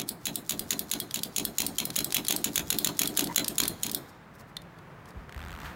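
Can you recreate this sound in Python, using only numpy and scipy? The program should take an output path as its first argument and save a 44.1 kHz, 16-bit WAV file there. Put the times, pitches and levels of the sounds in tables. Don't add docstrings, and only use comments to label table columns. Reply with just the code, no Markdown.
import sys
import numpy as np
from scipy import signal
from scipy.fft import rfft, irfft
from scipy.io import wavfile
from scipy.ndimage import uniform_filter1d, minimum_filter1d

SR = 44100
rng = np.random.default_rng(int(sys.argv[2]) if len(sys.argv) > 2 else 0)


def to_wav(sig):
    pcm = np.clip(np.atleast_2d(sig), -1, 1) * 32767
    pcm = np.round(pcm).astype(np.int16)
    wavfile.write(sys.argv[1], SR, pcm.T)


N = 253619
TIME = np.arange(N) / SR


def amp(db):
    return 10 ** (np.asarray(db) / 20)


def unit(x):
    return x / np.sqrt(np.sum(x ** 2) + 1e-20)


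def read(points, hz):
    f, value = np.transpose(points)
    return np.interp(np.log(hz + 1), np.log(f + 1), value)


def add(mix, s, sound):
    at = round(s * SR)
    sound = sound[max(-at, 0):]
    part = mix[max(at, 0):][:len(sound)]
    part += sound[:len(part)]


def noise(spectrum, size):
    z = rfft(rng.standard_normal(size))
    z = z * amp(read(spectrum, np.fft.rfftfreq(size, 1 / SR)))
    return unit(irfft(z, size)) * np.sqrt(size)


def causal(x, db):
    log_gain = np.log(amp(np.r_[db, db[-2:0:-1]]))
    response = np.exp(np.conj(signal.hilbert(log_gain)))[:len(db)]
    return irfft(rfft(x) * response)


def ringing(modes, t):
    return sum(amp(db - 60 * t / t60) * np.sin(2 * np.pi * (hz * t + rng.random()))
               for hz, db, t60 in modes)


def steady(spectrum, level, waver_db):
    waver = sum(np.sin(2 * np.pi * (f * TIME + rng.random())) for f in np.geomspace(1, 14, 18)) / 3
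    level_db = np.interp(TIME, *np.transpose(level)[:2], left=-100)
    return noise(spectrum, N) * amp(level_db + waver_db * waver)


def swells(rows, width_s, lead_s=0):
    return sum(amp(db) * np.exp(-((TIME - s + lead_s) / width_s) ** 2) for s, db, *_ in rows)


def contacts(rows, colour, gain_db, t60, chatter, low_db, high_db, widening, scatter_db, size=2048):
    t, hz, out = np.arange(size) / SR, np.fft.rfftfreq(size, 1 / SR), np.zeros(N)
    low = read([(3300, 1), (6500, 0)], hz)
    high = read([(8000, 0), (10000, 1)], hz)
    usual_db = np.median([row[1] for row in rows])
    envelope = amp(-60 * t / t60) + chatter * amp(-30 * t / t60)
    for s, db, *_ in rows:
        wider_db = widening * (db - usual_db) + scatter_db * rng.standard_normal()
        tone = read(colour, hz) + low * (low_db + wider_db) + high * (high_db + wider_db)
        click = unit(causal(rng.standard_normal(size) * envelope, tone))
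        add(out, s, click * amp(db + gain_db))
    return out


# [snap t/s, snap level/dB, knock delay/s, knock level/dB, rebound level/dB, thump level/dB]
PULLS = [(-.026, -3, .025, -17, -24, -39), (0.2554, -7.5, 0.013, -7.5, -30, -40),
         (0.4942, -4.5, 0.014, -7.5, -15, -38), (0.7066, -2, .012, -14, -21, -39.5),
         (.9144, -4, 0.022, -7, -39, -38), (1.1425, -5.5, 0.016, -10, -28, -40.5),
         (1.3624, -5, 0.02, -4.5, -18, -36), (1.5836, -2, 0.02, -4.5, -7.5, -36),
         (1.784, -3, 0.017, -7, -35, -38.5), (1.9624, -2, .0261, -4, -22, -38),
         (2.1451, 0, 0.022, -2, -28, -37), (2.2835, -1.5, .0242, -2.5, -5, -34.5),
         (2.4432, -1, 0.014, -25, -35.5, -37), (2.5574, -1.5, 0.021, -2.5, -20, -37.5),
         (2.7034, -0.5, .0239, -7, -28, -36), (2.8458, 0, 0.026, -4.5, -29.5, -34.5),
         (2.992, 0, 0.025, -2, -7, -33), (3.173, 0, 0.02, -1, -7, -30), (3.36, 1, 0.02, -1.5, -19, -35.5),
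         (3.582, -1.5, 0.02, -1, -12, -32.5), (3.8331, -4, 0.032, -11, -38, -39.5)]
REBOUND_S, REBOUND_SHARE = .008, .35


def knocks():
    first = [(s + delay, db) for s, _, delay, db, _, _ in PULLS]
    rebounds = [(s + delay + REBOUND_S + REBOUND_SHARE * delay, db)
                for s, _, delay, _, db, _ in PULLS]
    return first + rebounds


def rattle(rows, below_db, delay_s, spread_s, fade_db, count=9):
    draws = rng.random((len(rows), count, 2))
    return [(s + delay_s + spread_s * late, db + below_db - fade_db * late - 6 * weak)
            for (s, db, *_), bounces in zip(rows, draws) for late, weak in bounces]


# [t/s, relative level/dB]
RELEASES = [(0.0899, -8.5), (0.3567, -8), (0.5936, -8.5), (.7924, -7.5), (1.001, -9.5), (1.2338, -8),
            (1.4512, -6), (1.6653, -7.5), (1.8535, -8.5), (2.0447, -7.5), (2.3632, -7.5), (2.7864, -4.5),
            (3.0745, -7.5), (3.242, -10.5), (3.4809, -6.5), (3.6793, -5.5), (3.9152, -19), (3.9474, -6.5)]
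# [t/s, relative level/dB]
TICKS = [(1.11, -29.5), (1.191, -28.5), (1.9029, -26), (1.9577, -25.5), (2.1055, -31), (2.1235, -18),
         (2.2494, -27.5), (2.2676, -27), (3.0571, -20), (3.1665, -30), (3.272, -28.5), (3.4451, -12),
         (3.6352, -8), (3.6541, -16.5), (3.8957, -27), (3.9329, -35), (4.5677, -34), (4.6188, -46.5),
         (4.787, -51.5), (5.056, -50), (5.106, -49.5)]
# [f/Hz, level/dB]
PULL_COLOUR = [(200, -22), (1000, -16), (1800, -13), (2500, -9.5), (3300, -3), (4050, -1.5), (4700, -12.5),
               (6000, -7), (6900, 5), (7800, -6), (9200, -11), (10800, -1.5), (13000, -9.5), (15200, -5.5)]
# [f/Hz, level/dB]
KNOCK_COLOUR = [(200, -11), (1000, -11.5), (1800, -12), (2300, -6), (3100, -3), (4050, -0.5), (4800, -6.5),
                (5900, -5.5), (6800, 2), (8000, -8.5), (9300, -10.5), (10900, -4), (12900, -9.5),
                (15300, -7)]
# [f/Hz, level/dB]
RELEASE_COLOUR = [(200, -10), (1000, -17.5), (2600, -14), (3400, -3.5), (4300, 1.5), (5500, -1.5),
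                  (6600, -5.5), (7600, 2), (9000, 3), (9900, -1), (10600, 3.5), (12500, -0.5), (13700, 4.5),
                  (15500, 0)]
# [f/Hz, level/dB]
TICK_COLOUR = [(200, -17), (1500, -5.5), (2800, -2), (3700, 6), (5000, 4), (7200, -2.5), (10500, -2),
               (15500, -13)]


def lever():
    bounces = rattle(PULLS, below_db=-17.0, delay_s=.006, spread_s=0.045, fade_db=15.5)
    out = contacts(PULLS, PULL_COLOUR, gain_db=16.5, t60=0.024, chatter=0.14,
                   low_db=-0.5, high_db=1.7, widening=0.51, scatter_db=.8)
    out += contacts(knocks(), KNOCK_COLOUR, gain_db=16.5, t60=0.019, chatter=.08,
                    low_db=2.0, high_db=3, widening=.05, scatter_db=1.0)
    out += contacts(RELEASES, RELEASE_COLOUR, gain_db=18.5, t60=0.016, chatter=0.33,
                    low_db=4.5, high_db=2.5, widening=.1, scatter_db=1.0)
    out += contacts(TICKS, TICK_COLOUR, gain_db=17.5, t60=0.017, chatter=0.11,
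                    low_db=-0.3, high_db=3.1, widening=0.043, scatter_db=0.5)
    out += contacts(bounces, KNOCK_COLOUR, gain_db=12, t60=0.019, chatter=0.056,
                    low_db=7.5, high_db=-6, widening=.05, scatter_db=1.0)
    return out


# [f/Hz, relative level/dB, t60/s]
NOZZLE = [(2246, 14.5, 0.11), (2930, -6.5, 0.139), (3110, -5, 0.088), (3300, 23, 0.075), (3340, 6.5, 0.059),
          (3860, -28, 0.21), (4050, 9, 0.2), (4120, 9.5, 0.2), (4420, 6, 0.08), (5060, -8.5, 0.15),
          (5650, -8, .1), (6300, -3.5, 0.064), (7030, -5.5, 0.045), (7110, -16, 0.063),
          (10500, -1.5, 0.088), (10800, -5.5, 0.061), (13800, -4.5, 0.074)]


def nozzle(clicks, ring_db, detune, count=3):
    t, out = np.arange(SR // 3) / SR, clicks
    for k in range(count):
        modes = [(hz * (1 + detune * rng.standard_normal()), db, t60) for hz, db, t60 in NOZZLE]
        ring = unit(ringing(modes, t))
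        share = np.sqrt(2 / count) * np.cos(np.pi * (TIME + k / count))
        out = out + amp(ring_db) * signal.oaconvolve(clicks * share, ring)[:N]
    return out


# [f/Hz, relative density/dB per Hz]
SCRAPE = [(300, -9.5), (1500, -26), (3300, -2), (5200, 3), (6500, 1.5), (8500, -1), (12000, -1),
          (15500, -1.5)]


def scrape(rows, gain_db, lead_s, grain_db):
    grains = uniform_filter1d(rng.standard_normal(N), size=64) * np.sqrt(64)
    envelope = swells(rows, lead_s, lead_s / 2)
    return noise(SCRAPE, N) * envelope * amp(gain_db + grain_db * grains)


# [f/Hz, relative level/dB, t60/s]
BODY = [(133.4, -11.5, 0.32), (175.4, -9, 0.33), (205.9, 2.5, 0.17), (224.4, 0, 0.22), (279.1, -2, 0.24),
        (299.6, -6.5, 0.33), (347.2, -13, 0.43), (401.9, -8, 0.26), (470, -7, 0.12), (594, -11.5, 0.17),
        (625, -7.5, 0.12), (713, -2.5, 0.13)]
# [f/Hz, relative level/dB]
HOLLOW = [(20, -42.5), (35, -30), (60, -1.5), (100, -19.5), (160, 0), (230, 1), (330, 2), (500, -7),
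          (700, -6), (900, -17.5), (1600, -23), (3000, -30.5), (8000, -63)]


def thumps(times, gain_db, swell_s, hollow_db, hollow_t60, hardness, follow=1):
    t, out = np.arange(SR // 2) / SR, np.zeros(N)
    swell = 1 - np.exp(-(t / swell_s) ** 2)
    deep = swell * ringing([mode for mode in BODY if mode[0] < 250], t)
    upper = swell * ringing([mode for mode in BODY if mode[0] >= 250], t)
    pull_s, *_, thump_db = np.transpose(PULLS)
    for s in times:
        harder_db = follow * (np.interp(s, pull_s, thump_db) - thump_db.mean())
        boom = unit(deep + amp(hardness * harder_db) * upper)
        hollow = unit(swell * noise(HOLLOW, len(t)) * amp(-60 * t / hollow_t60))
        level = amp(thump_db.mean() + harder_db + gain_db)
        add(out, s, level * (boom + amp(hollow_db) * hollow))
    return out


# [f/Hz, relative density/dB per Hz]
FORECOURT = [(20, -37.5), (45, -3.5), (70, -5), (110, 1), (165, 4), (240, -5), (600, -9), (1050, -8.5),
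             (1900, -13.5), (2800, -23), (5000, -32.5), (8000, -37.5), (12000, -41), (16000, -36)]
# [t/s, level/dB]
FORECOURT_DB = [(0, -52), (3.9, -48.5), (4.299, -50.5), (5.2, -48), (5.75, -46)]


def forecourt():
    return steady(FORECOURT, FORECOURT_DB, waver_db=0.6)


def echoes(x, bands, delay_s, rise_s, count=3):
    bands, out = np.array(bands), np.zeros(N)
    for k in range(count):
        hz, t, z = signal.stft(rng.standard_normal(SR), SR, nperseg=256)
        db, t60 = read(bands[:, :2], hz)[:, None], read(bands[:, ::2], hz)[:, None]
        z = z * amp(db - 60 * t / t60) * np.sqrt(2 * np.log(1000) / (t60 * SR))
        tail = signal.istft(z, SR, nperseg=256)[1]
        tail = tail * (1 - np.exp(-np.arange(len(tail)) / SR / rise_s))
        share = np.sqrt(2 / count) * np.cos(np.pi * (TIME + k / count))
        add(out, delay_s, signal.fftconvolve(x * share, tail))
    return out


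# [f/Hz, level/dB, t60/s]
NEAR = [(200, -8, 0.61), (1090, -2.5, 0.13), (2016, -4, 0.069), (3840, -12, 0.087), (7000, -14.5, 0.093),
        (11000, -17, 0.13), (16000, -20, 0.14)]
# [f/Hz, level/dB, t60/s]
CANOPY = [(199, -5, 0.61), (1105, -27, 0.63), (3900, -27.5, 0.88), (6970, -29, 0.66), (11050, -34.5, 0.48),
          (16000, -31.5, 0.35)]


def surroundings(metal):
    near = echoes(metal, NEAR, delay_s=.008, rise_s=0.013)
    return near + echoes(metal, CANOPY, delay_s=.025, rise_s=0.04)


# [t/s, relative level/dB]
RUSTLES = [(.04, -57), (4.1, -54), (4.36, -58), (4.41, -52), (4.5, -63), (5.1, -56)]


def rustling():
    return scrape(RUSTLES, gain_db=-4, lead_s=0.015, grain_db=3.0)


# [f/Hz, relative density/dB per Hz]
GROAN = [(500, -37.5), (820, -12), (950, 4.5), (1100, -9), (1300, -18), (1700, -14), (2050, -8),
         (2400, -30), (5000, -47.5)]
# [t/s, level/dB]
GROANS = [(3.308, -40), (3.455, -46)]


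def groaning():
    return noise(GROAN, N) * swells(GROANS, width_s=0.022)


# (t/s, level/dB)
TAP = (4.568, -9)
# [f/Hz, relative level/dB, t60/s]
GUARD = [(1500, -9, .012), (1970, -4, .015), (2780, -6, .01), (3470, -12, .02), (3620, 5, .026),
         (4080, 6.5, .012)]


def tap():
    out = np.zeros(N)
    ring = unit(ringing(GUARD, np.arange(SR // 8) / SR))
    add(out, TAP[0], amp(TAP[1]) * ring)
    return out


# [f/Hz, relative density/dB per Hz]
THUD_COLOUR = [(15, -39), (28, -15), (45, -1), (75, 7), (115, -18), (180, -40), (500, -40), (2000, -93)]
# [t/s, relative level/dB]
THUDS = [(5.159, -37.5), (5.355, -35), (5.423, -41), (5.501, -39), (5.625, -39.5)]
THUD_RISE_S, THUD_FALL_DB_PER_S = 0.0072, 240


def handling_thuds(gain_db):
    t, out = np.arange(SR // 3) / SR, np.zeros(N)
    envelope = (1 - np.exp(-t / THUD_RISE_S)) * amp(-THUD_FALL_DB_PER_S * t)
    for s, db in THUDS:
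        add(out, s, amp(db + gain_db) * unit(noise(THUD_COLOUR, len(t)) * envelope))
    return out


# [f/Hz, relative density/dB per Hz]
RUBBER = [(200, -14.5), (900, 3), (1600, 4.5), (2600, -4), (3500, -6.5), (5500, -15), (8500, -17),
          (10500, -23), (13800, -15), (16000, -22.5)]
# [t/s, level/dB]
RUB_DB = [(5.2, -84), (5.33, -65), (5.62, -59), (5.75, -57)]


def rubbing():
    return steady(RUBBER, RUB_DB, waver_db=5.0)


# [t/s, slip rate f/Hz]
CREAK = [(5.294, 25), (5.41, 87), (5.53, 91), (5.635, 61)]


def creak(gain_db, t60, size=1024):
    s, rate = np.transpose(CREAK)
    t, out = np.arange(s[0], s[-1], 1 / SR), np.zeros(N)
    cycles = np.cumsum(np.interp(t, s, rate)) / SR
    slips = t[np.diff(np.floor(cycles), prepend=-1) > 0]
    envelope = amp(-60 * np.arange(size) / SR / t60)
    tone = read(RUBBER, np.fft.rfftfreq(size, 1 / SR))
    for at in slips:
        click = unit(causal(rng.standard_normal(size) * envelope, tone))
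        add(out, at, click * amp(gain_db))
    return out


# (t/s, level/dB before grain)
SLIP = (5.658, -42)


def scuff(rise_s, fall_db_per_s, grain_db):
    since = TIME - SLIP[0]
    grains = uniform_filter1d(rng.standard_normal(N), size=49) * np.sqrt(49)
    level_db = SLIP[1] - fall_db_per_s * np.maximum(since, 0) + grain_db * grains
    rise = np.exp(-(np.minimum(since, 0) / rise_s) ** 2)
    return noise(RUBBER, N) * amp(level_db) * rise


def scene():
    pull_s, release_s = [row[0] for row in PULLS], [row[0] for row in RELEASES]
    metal = nozzle(lever(), ring_db=-22.5, detune=.005) + tap()
    friction = scrape(PULLS, gain_db=-53, lead_s=0.031, grain_db=7)
    friction += scrape(RELEASES, gain_db=-47, lead_s=.018, grain_db=6.5)
    body = thumps(pull_s, gain_db=33.5, swell_s=0.037, hollow_db=-7, hollow_t60=0.31, hardness=.75)
    body += thumps(release_s, gain_db=25.0, swell_s=0.025, hollow_db=1, hollow_t60=0.31,
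                   hardness=0.44, follow=.6)
    grip = rustling() + rubbing() + creak(gain_db=-21, t60=.012)
    grip += scuff(rise_s=0.019, fall_db_per_s=170, grain_db=2.5)
    background = forecourt() + handling_thuds(gain_db=30)
    return (metal + friction + body + surroundings(metal) + grip + groaning() + background)[None]


def limiter(x, threshold_db, depth_db, hold_s, recovery_db_per_s):
    power_db = 10 * np.log10(abs(uniform_filter1d(x ** 2, size=44)) + 1e-12)
    over_db = np.clip(power_db - threshold_db, 0, depth_db)
    hold = max(int(hold_s * SR), 64)
    held = -minimum_filter1d(-over_db, hold, origin=(hold - 1) // 2 - 20)
    fall = TIME * recovery_db_per_s
    reduction_db = np.maximum.accumulate(held + fall) - fall
    return x / amp(uniform_filter1d(reduction_db, size=24))


EDGE_HZ = 15900


def record(dry):
    bass_cut = signal.butter(4, 36, "highpass", fs=SR, output="sos")
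    heard = signal.sosfilt(bass_cut, dry[0])
    limited = limiter(heard, threshold_db=-24, depth_db=10, hold_s=0.005, recovery_db_per_s=1404.0)
    treble_cut = signal.firwin(511, EDGE_HZ, window=("kaiser", 9), fs=SR)
    return signal.oaconvolve(limited, treble_cut, "same")[None]


dry = scene()
out = record(dry)
to_wav(out)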